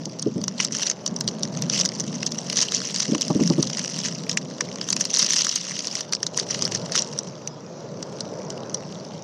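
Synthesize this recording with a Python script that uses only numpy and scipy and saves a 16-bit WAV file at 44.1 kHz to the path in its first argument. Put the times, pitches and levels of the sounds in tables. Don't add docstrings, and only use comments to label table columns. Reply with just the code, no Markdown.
import sys
import numpy as np
from scipy import signal
from scipy.fft import rfft, irfft, next_fast_len
from scipy.io import wavfile
from scipy.ndimage import uniform_filter1d, minimum_filter1d, map_coordinates

SR = 44100
rng = np.random.default_rng(int(sys.argv[2]) if len(sys.argv) > 2 else 0)


def to_wav(s):
    ch = np.atleast_2d(s).T
    pcm = np.round(np.clip(ch, -1, 1) * 32767)
    wavfile.write(sys.argv[1], SR, pcm.astype(np.int16))


def field_ratio(decibels):
    return 10 ** (np.asarray(decibels, dtype=float) / 20)


N = 407043

# (time [s], level [dB], low body relative to it [dB])
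CREASE_SNAPS = [(0.0551, -20, -19), (0.1945, -20.5, -17), (0.2253, -17.5, -39.5), (0.415, -26, -16),
                (0.439, -17.5, -10.5), (0.4806, -14, -9.5), (0.601, -16, 6), (0.6484, -10, -21),
                (0.7224, -18.5, -24), (0.7492, -14.5, -9.5), (0.7677, -17.5, -17), (0.7953, -24.5, 2),
                (0.823, -14.5, -12), (0.8314, -13, -7), (0.899, -9, -14), (0.9131, -16, -9),
                (1.0625, -12, -22.5), (1.0761, -16, -29), (1.1629, -18, -28), (1.2087, -13.5, -6),
                (1.2772, -10.5, -30.5), (1.286, -15.5, -12), (1.432, -11.5, -40), (1.5719, -22, -8),
                (1.622, -15.5, -10.5), (1.698, -10.5, -17), (1.7993, -11, -28), (1.811, -7, -31),
                (1.8509, -12, -23.5), (1.8572, -7.5, -13.5), (1.95, -25.5, -20), (1.998, -16.5, -22),
                (2.004, -15, -16.5), (2.2297, -18, 0), (2.2645, -6, -29), (2.32, -18.5, -16),
                (2.386, -17.5, -12), (2.499, -15.5, -6), (2.569, -10, -20), (2.5889, -11.5, -8),
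                (2.628, -11, -14), (2.9438, -17, -10.5), (2.961, -14, -24.5), (3, -16.5, -11.5),
                (3.1483, -16.5, 2), (3.211, -12.5, -15), (3.2183, -11, -32), (3.2809, -19, -9),
                (3.4355, -19.5, -12), (3.475, -14, -12.5), (3.4996, -19, -18), (3.627, -9.5, -13.5),
                (3.6723, -20, -30.5), (3.771, -18, -14), (3.7933, -16, -10), (3.9882, -18, -18),
                (4.062, -19, -20.5), (4.084, -19, -7), (4.2945, -11, -15), (4.3284, -24, -7),
                (4.3731, -7.5, -4.5), (4.608, -11, -2.5), (4.813, -17, -10.5), (4.8876, -14.5, -10),
                (4.903, -8.5, -22), (4.928, -6.5, -12.5), (4.965, -14.5, -1.5), (5.0092, -1, -11.5),
                (5.0527, -13.5, -15), (5.1394, -8, -22), (5.192, 0.5, -17), (5.2263, -6.5, -13),
                (5.2447, -13, -31.5), (5.447, -12, -31), (5.4674, -10, -30), (5.492, -11, -20),
                (5.513, -15, -23.5), (5.5584, -3, -33), (5.8705, -14.5, -28), (5.953, -13, -14.5),
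                (6.0072, -15, -13.5), (6.1243, -14, -15), (6.1334, -10, -6.5), (6.1502, -14, -44.5),
                (6.23, -11.5, -14), (6.266, -13, -35), (6.3748, -10.5, -31), (6.3978, -12.5, -37),
                (6.508, -13.5, -33), (6.546, -20, -6), (6.622, -9.5, -17), (6.652, -10, -36),
                (6.749, -13, -21), (6.92, -16, -17), (6.9536, -14, -2.5), (6.9607, -12, -16),
                (6.9762, -10, -13), (6.9928, -13, -32), (7.0209, -14.5, -24.5), (7.1879, -13, -34),
                (7.4743, -18, -12), (8.027, -21, -7.5), (8.2064, -17.5, -34.5), (8.503, -22, -18),
                (8.7444, -13.5, -42)]
# (time [s], wind rumble level [dB], surf level [dB])
SEA_AND_WIND = [(0.0, -38, -42.5), (0.33, -31, -43.5), (0.97, -37.5, -39.5), (1.6, -28.5, -37.5),
                (2.9, -38.5, -41), (3.09, -38.5, -40.5), (3.44, -25.5, -39), (3.81, -33, -40),
                (4.89, -35, -40), (5.48, -45, -44.5), (5.91, -42.5, -44.5), (6.39, -39, -38),
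                (6.77, -30, -35.5), (7.33, -41.5, -40), (8.62, -36, -35.5), (9.23, -40, -39.5)]
# (time [s], level [dB], upper part relative to it [dB])
GUST_PUFFS = [(0.065, -19.5, -6), (0.264, -7, -23), (0.359, -12.5, -20), (0.378, -17, -15),
              (3.085, -11.5, -20), (3.122, -6.5, -21), (3.149, -13.5, -13.5), (3.303, -7, -2.5),
              (3.351, -6.5, -28), (3.394, -12, -8), (3.41, -6, -24.5), (3.503, -4, -10),
              (3.584, -3.5, -17.5)]
# (frequency [Hz], relative density [dB per Hz])
FOIL_COLOUR = [(600, -29.5), (1050, -11.5), (1500, -14), (1950, -8.5), (2400, -12.5), (2850, -5),
               (3600, -10), (5000, -2), (5900, 3.5), (7060, -12), (9000, -26), (12000, -44.5), (13500, -41),
               (15000, -68)]
# (frequency [Hz], relative density [dB per Hz])
SURF_COLOUR = [(130, -12), (300, -5), (420, -2), (620, -2), (740, -11.5), (950, -11.5), (1350, -19),
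               (2500, -35.5), (4000, -73)]
# (frequency [Hz], relative density [dB per Hz])
RUMBLE_COLOUR = [(18, -70), (30, -42), (80, -42), (115, -7), (177, 1), (248, -3.5), (400, -25.5),
                 (520, -86)]
# (frequency [Hz], relative density [dB per Hz])
SPRAY_COLOUR = [(1200, -9), (2300, 0), (4000, 1.5), (5900, 10.5), (7800, -13), (8300, -32), (14000, -26)]
# (peak reached [s], held [s], crackle level [dB])
SHEET_SQUEEZES = [(.6, 0.042, -26), (0.749, 0.13, -26), (1.731, 0.079, -21), (2.5, 0.043, -26),
                  (2.584, 0.042, -17.5), (2.72, 0.047, -22), (2.96, 0.079, -23.5), (3.607, 0.04, -31.5),
                  (4.05, 0.012, -23), (4.3, 0.027, -32), (5.001, 0.011, -27), (5.138, 0.12, -19.5),
                  (5.31, 0.097, -17), (6.375, 0.031, -27), (6.499, 0.058, -27), (6.6, 0.084, -30),
                  (6.73, 0.028, -27), (6.951, 0.044, -23.5)]
# (time [s], level [dB])
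LIGHT_HOLDING = [(0, -47), (.25, -46.5), (1.1, -47), (1.7, -37), (2.4, -36), (2.8, -27.5), (3.3, -34),
                 (3.95, -31), (4.45, -44), (5.0, -34.5), (5.5, -27.5), (5.99, -30.5), (6.08, -49.5),
                 (6.8, -37), (7.1, -37.5), (7.35, -47), (7.7, -58), (8.1, -46), (9.23, -46)]
# (frequency [Hz], gain [dB])
DEEP_PUFF = [(80, -19.5), (150, -1.5), (300, -1.5), (600, -18.5), (1200, -84)]
UPPER_PUFF = [(300, -24.5), (550, -3.5), (1200, -13.0), (1900, -55.0)]

LATE_S, LATE_PITCH = 5.7, .88
DEEP_DB, UPPER_DB = 16, 9.5
RISE_DB_PER_S, FALL_DB_PER_S = 388, 342
CRACK_DB, SETTLE_DB, FLEX_DB = 5.5, -5, 23.5
LEAD_S, LEAD_DB = .005, -11
TREBLE_HZ, TREBLE_LEAD_S = 7800, .003


def along(points, hz):
    f, v = np.transpose(points)
    return np.interp(np.log(hz + 1), np.log(f + 1), v)


def curves(rows):
    s, *cols = np.transpose(rows)
    return [np.interp(np.arange(N) / SR, s, c) for c in cols]


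def unit(x):
    return x / np.sqrt(np.mean(x ** 2) + 1e-20)


def wobble(knots_per_s):
    knots = rng.standard_normal(int(N * knots_per_s / SR) + 4)
    return map_coordinates(knots, [np.arange(N) * knots_per_s / SR])


def filtered(x, response):
    m = next_fast_len(N + 8192)
    return irfft(rfft(x, m) * response(np.fft.rfftfreq(m, 1 / SR)), m)[:N]


def causal(colour):
    gain = field_ratio(along(colour, np.fft.rfftfreq(4096, 1 / SR)))
    cepstrum = irfft(np.log(gain + 1e-6))
    cepstrum[1:2048] *= 2
    cepstrum[2049:] = 0
    h = irfft(np.exp(rfft(cepstrum)))
    return h / np.linalg.norm(h)


def rush(colour, patchy_db):
    z = signal.stft(rng.standard_normal(N + 1024), nperseg=1024)[2]
    field = uniform_filter1d(rng.standard_normal(z.shape), size=8, axis=0)
    field = uniform_filter1d(field, size=8, axis=1)
    x = signal.istft(z * field_ratio(patchy_db * unit(field)), nperseg=1024)[1][:N]
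    return unit(filtered(x, lambda hz: field_ratio(along(colour, hz))))


def bursts(start_s, energy_db, t60_s, rise_s, own_db, size, heard=((1, 0),)):
    t = np.arange(size) / SR
    noise, colour = rng.standard_normal((2, len(start_s), size))
    peaks = unit(uniform_filter1d(colour[:, :size // 2 + 1], size=size // 50, axis=1))
    envelope = (1 - np.exp(-t / rise_s)) ** 2 * field_ratio(-60 * t / t60_s)
    rows = irfft(rfft(noise) * field_ratio(own_db * peaks), size) * envelope
    heard_gain = field_ratio(along(heard, np.fft.rfftfreq(size, 1 / SR)))
    energy = np.linalg.norm(rfft(rows) * heard_gain, axis=1) / np.sqrt(size)
    rows *= (field_ratio(energy_db) / energy)[:, None]
    at = np.round(start_s * SR).astype(int)[:, None] + np.arange(size)
    return np.bincount(np.clip(at, 0, N).ravel(), rows.ravel(), N + 1)[:N]


def sea():
    _, surf_db = curves(SEA_AND_WIND)
    swell_db = .6 * wobble(4)
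    roar = field_ratio(surf_db + swell_db) * rush(SURF_COLOUR, patchy_db=1.42)
    spray = field_ratio(-52.0) * rush(SPRAY_COLOUR, patchy_db=3.5)
    return roar + spray


def wind():
    rumble_db, _ = curves(SEA_AND_WIND)
    late = np.clip(np.arange(N) / SR - LATE_S, 0, 1)
    deeper = [(hz * LATE_PITCH, db) for hz, db in RUMBLE_COLOUR]
    eddies = np.sqrt(1 - late) * rush(RUMBLE_COLOUR, patchy_db=2)
    eddies += np.sqrt(late) * rush(deeper, patchy_db=1)
    rumble = field_ratio(rumble_db) * unit(field_ratio(1.35 * wobble(17)) * eddies)
    s, db, upper_db = np.transpose(GUST_PUFFS)
    parts = (DEEP_PUFF, db + DEEP_DB, .07), (UPPER_PUFF, db + upper_db + UPPER_DB, .04)
    puffs = 0
    for colour, energy_db, t60_s in parts:
        push = bursts(s - .003, energy_db, t60_s, rise_s=.005, own_db=0, size=4000, heard=colour)
        puffs = puffs + filtered(push, lambda hz: field_ratio(along(colour, hz)))
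    return rumble + puffs


def handling():
    t = np.arange(N) / SR
    level_db, = curves(LIGHT_HOLDING)
    for s, held_s, db in SHEET_SQUEEZES:
        rise_db = RISE_DB_PER_S * np.maximum(s - t, 0)
        fall_db = FALL_DB_PER_S * np.maximum(t - s - held_s, 0)
        level_db = np.maximum(level_db, db - rise_db - fall_db)
    return level_db


def large_folds(hz):
    return 1 / (1 + (hz / 3000) ** 6)


def single_creases():
    s, db, body_db = np.transpose(CREASE_SNAPS)
    snaps = bursts(s + .0001, db + CRACK_DB, t60_s=.0075, rise_s=.00035, own_db=5, size=500,
                   heard=FOIL_COLOUR)
    snaps += bursts(s + .000964, db + SETTLE_DB, t60_s=.041, rise_s=.00099, own_db=3.5, size=1500,
                    heard=FOIL_COLOUR)
    snaps += bursts(s - LEAD_S, db + LEAD_DB, t60_s=.03, rise_s=.0037, own_db=5, size=600,
                    heard=FOIL_COLOUR)
    body = bursts(s - .001, db + body_db + FLEX_DB, t60_s=.015, rise_s=.0007, own_db=4, size=1500)
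    return filtered(snaps, lambda hz: 1 - 1.35 * large_folds(hz)) + filtered(body, large_folds)


def crackle():
    crackle_db = handling()
    rate = 500 * field_ratio(.8 * (crackle_db + 30) + 6 * wobble(20))
    uneven_rate = np.minimum(rate, 330) * field_ratio(6 * wobble(200))
    times = np.flatnonzero(np.diff(np.floor(np.cumsum(uneven_rate) / SR)))
    sizes_db = np.minimum(5 * rng.exponential(size=N), 16)[times]
    small = bursts(times / SR, sizes_db, t60_s=.0075, rise_s=.0005, own_db=6, size=500,
                   heard=FOIL_COLOUR)
    small /= np.sqrt(np.abs(uniform_filter1d(small ** 2, size=SR // 20)) + 0.0056)
    damping = np.clip(0.61 * field_ratio(.5 * (crackle_db + 18.5)), 0, 1)
    small = small - damping * filtered(small, large_folds)
    rub = 0.27 * rng.standard_normal(N)
    together = unit(field_ratio(2.2 * wobble(150)))
    return together * (small + rub) * field_ratio(crackle_db)


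def wrapper():
    return signal.fftconvolve(single_creases() + crackle(), causal(FOIL_COLOUR))[:N]


def scene():
    return (sea() + wind() + wrapper())[None]


def roll_off(x):
    return signal.sosfilt(signal.butter(12, 15150, fs=SR, output="sos"), x)


def record(dry):
    above = lambda hz: 1 / (1 + np.exp(np.clip((TREBLE_HZ - hz) / 120, -30, 30)))
    lead = lambda hz: np.exp(2j * np.pi * hz * TREBLE_LEAD_S)
    x = filtered(dry[0], lambda hz: 1 - above(hz) + above(hz) * lead(hz))
    need = np.minimum(1, .5 / (np.abs(x) + 1e-9))
    x = x * uniform_filter1d(minimum_filter1d(need, size=61), size=31)
    bass_cut = lambda hz: (0.069 + (hz / 95) ** 4) / (1 + (hz / 95) ** 4)
    x = filtered(x, lambda hz: bass_cut(hz) / (1 + (hz / 14300) ** 40))
    return roll_off(x[None])


dry = scene()
out = record(dry)
to_wav(out)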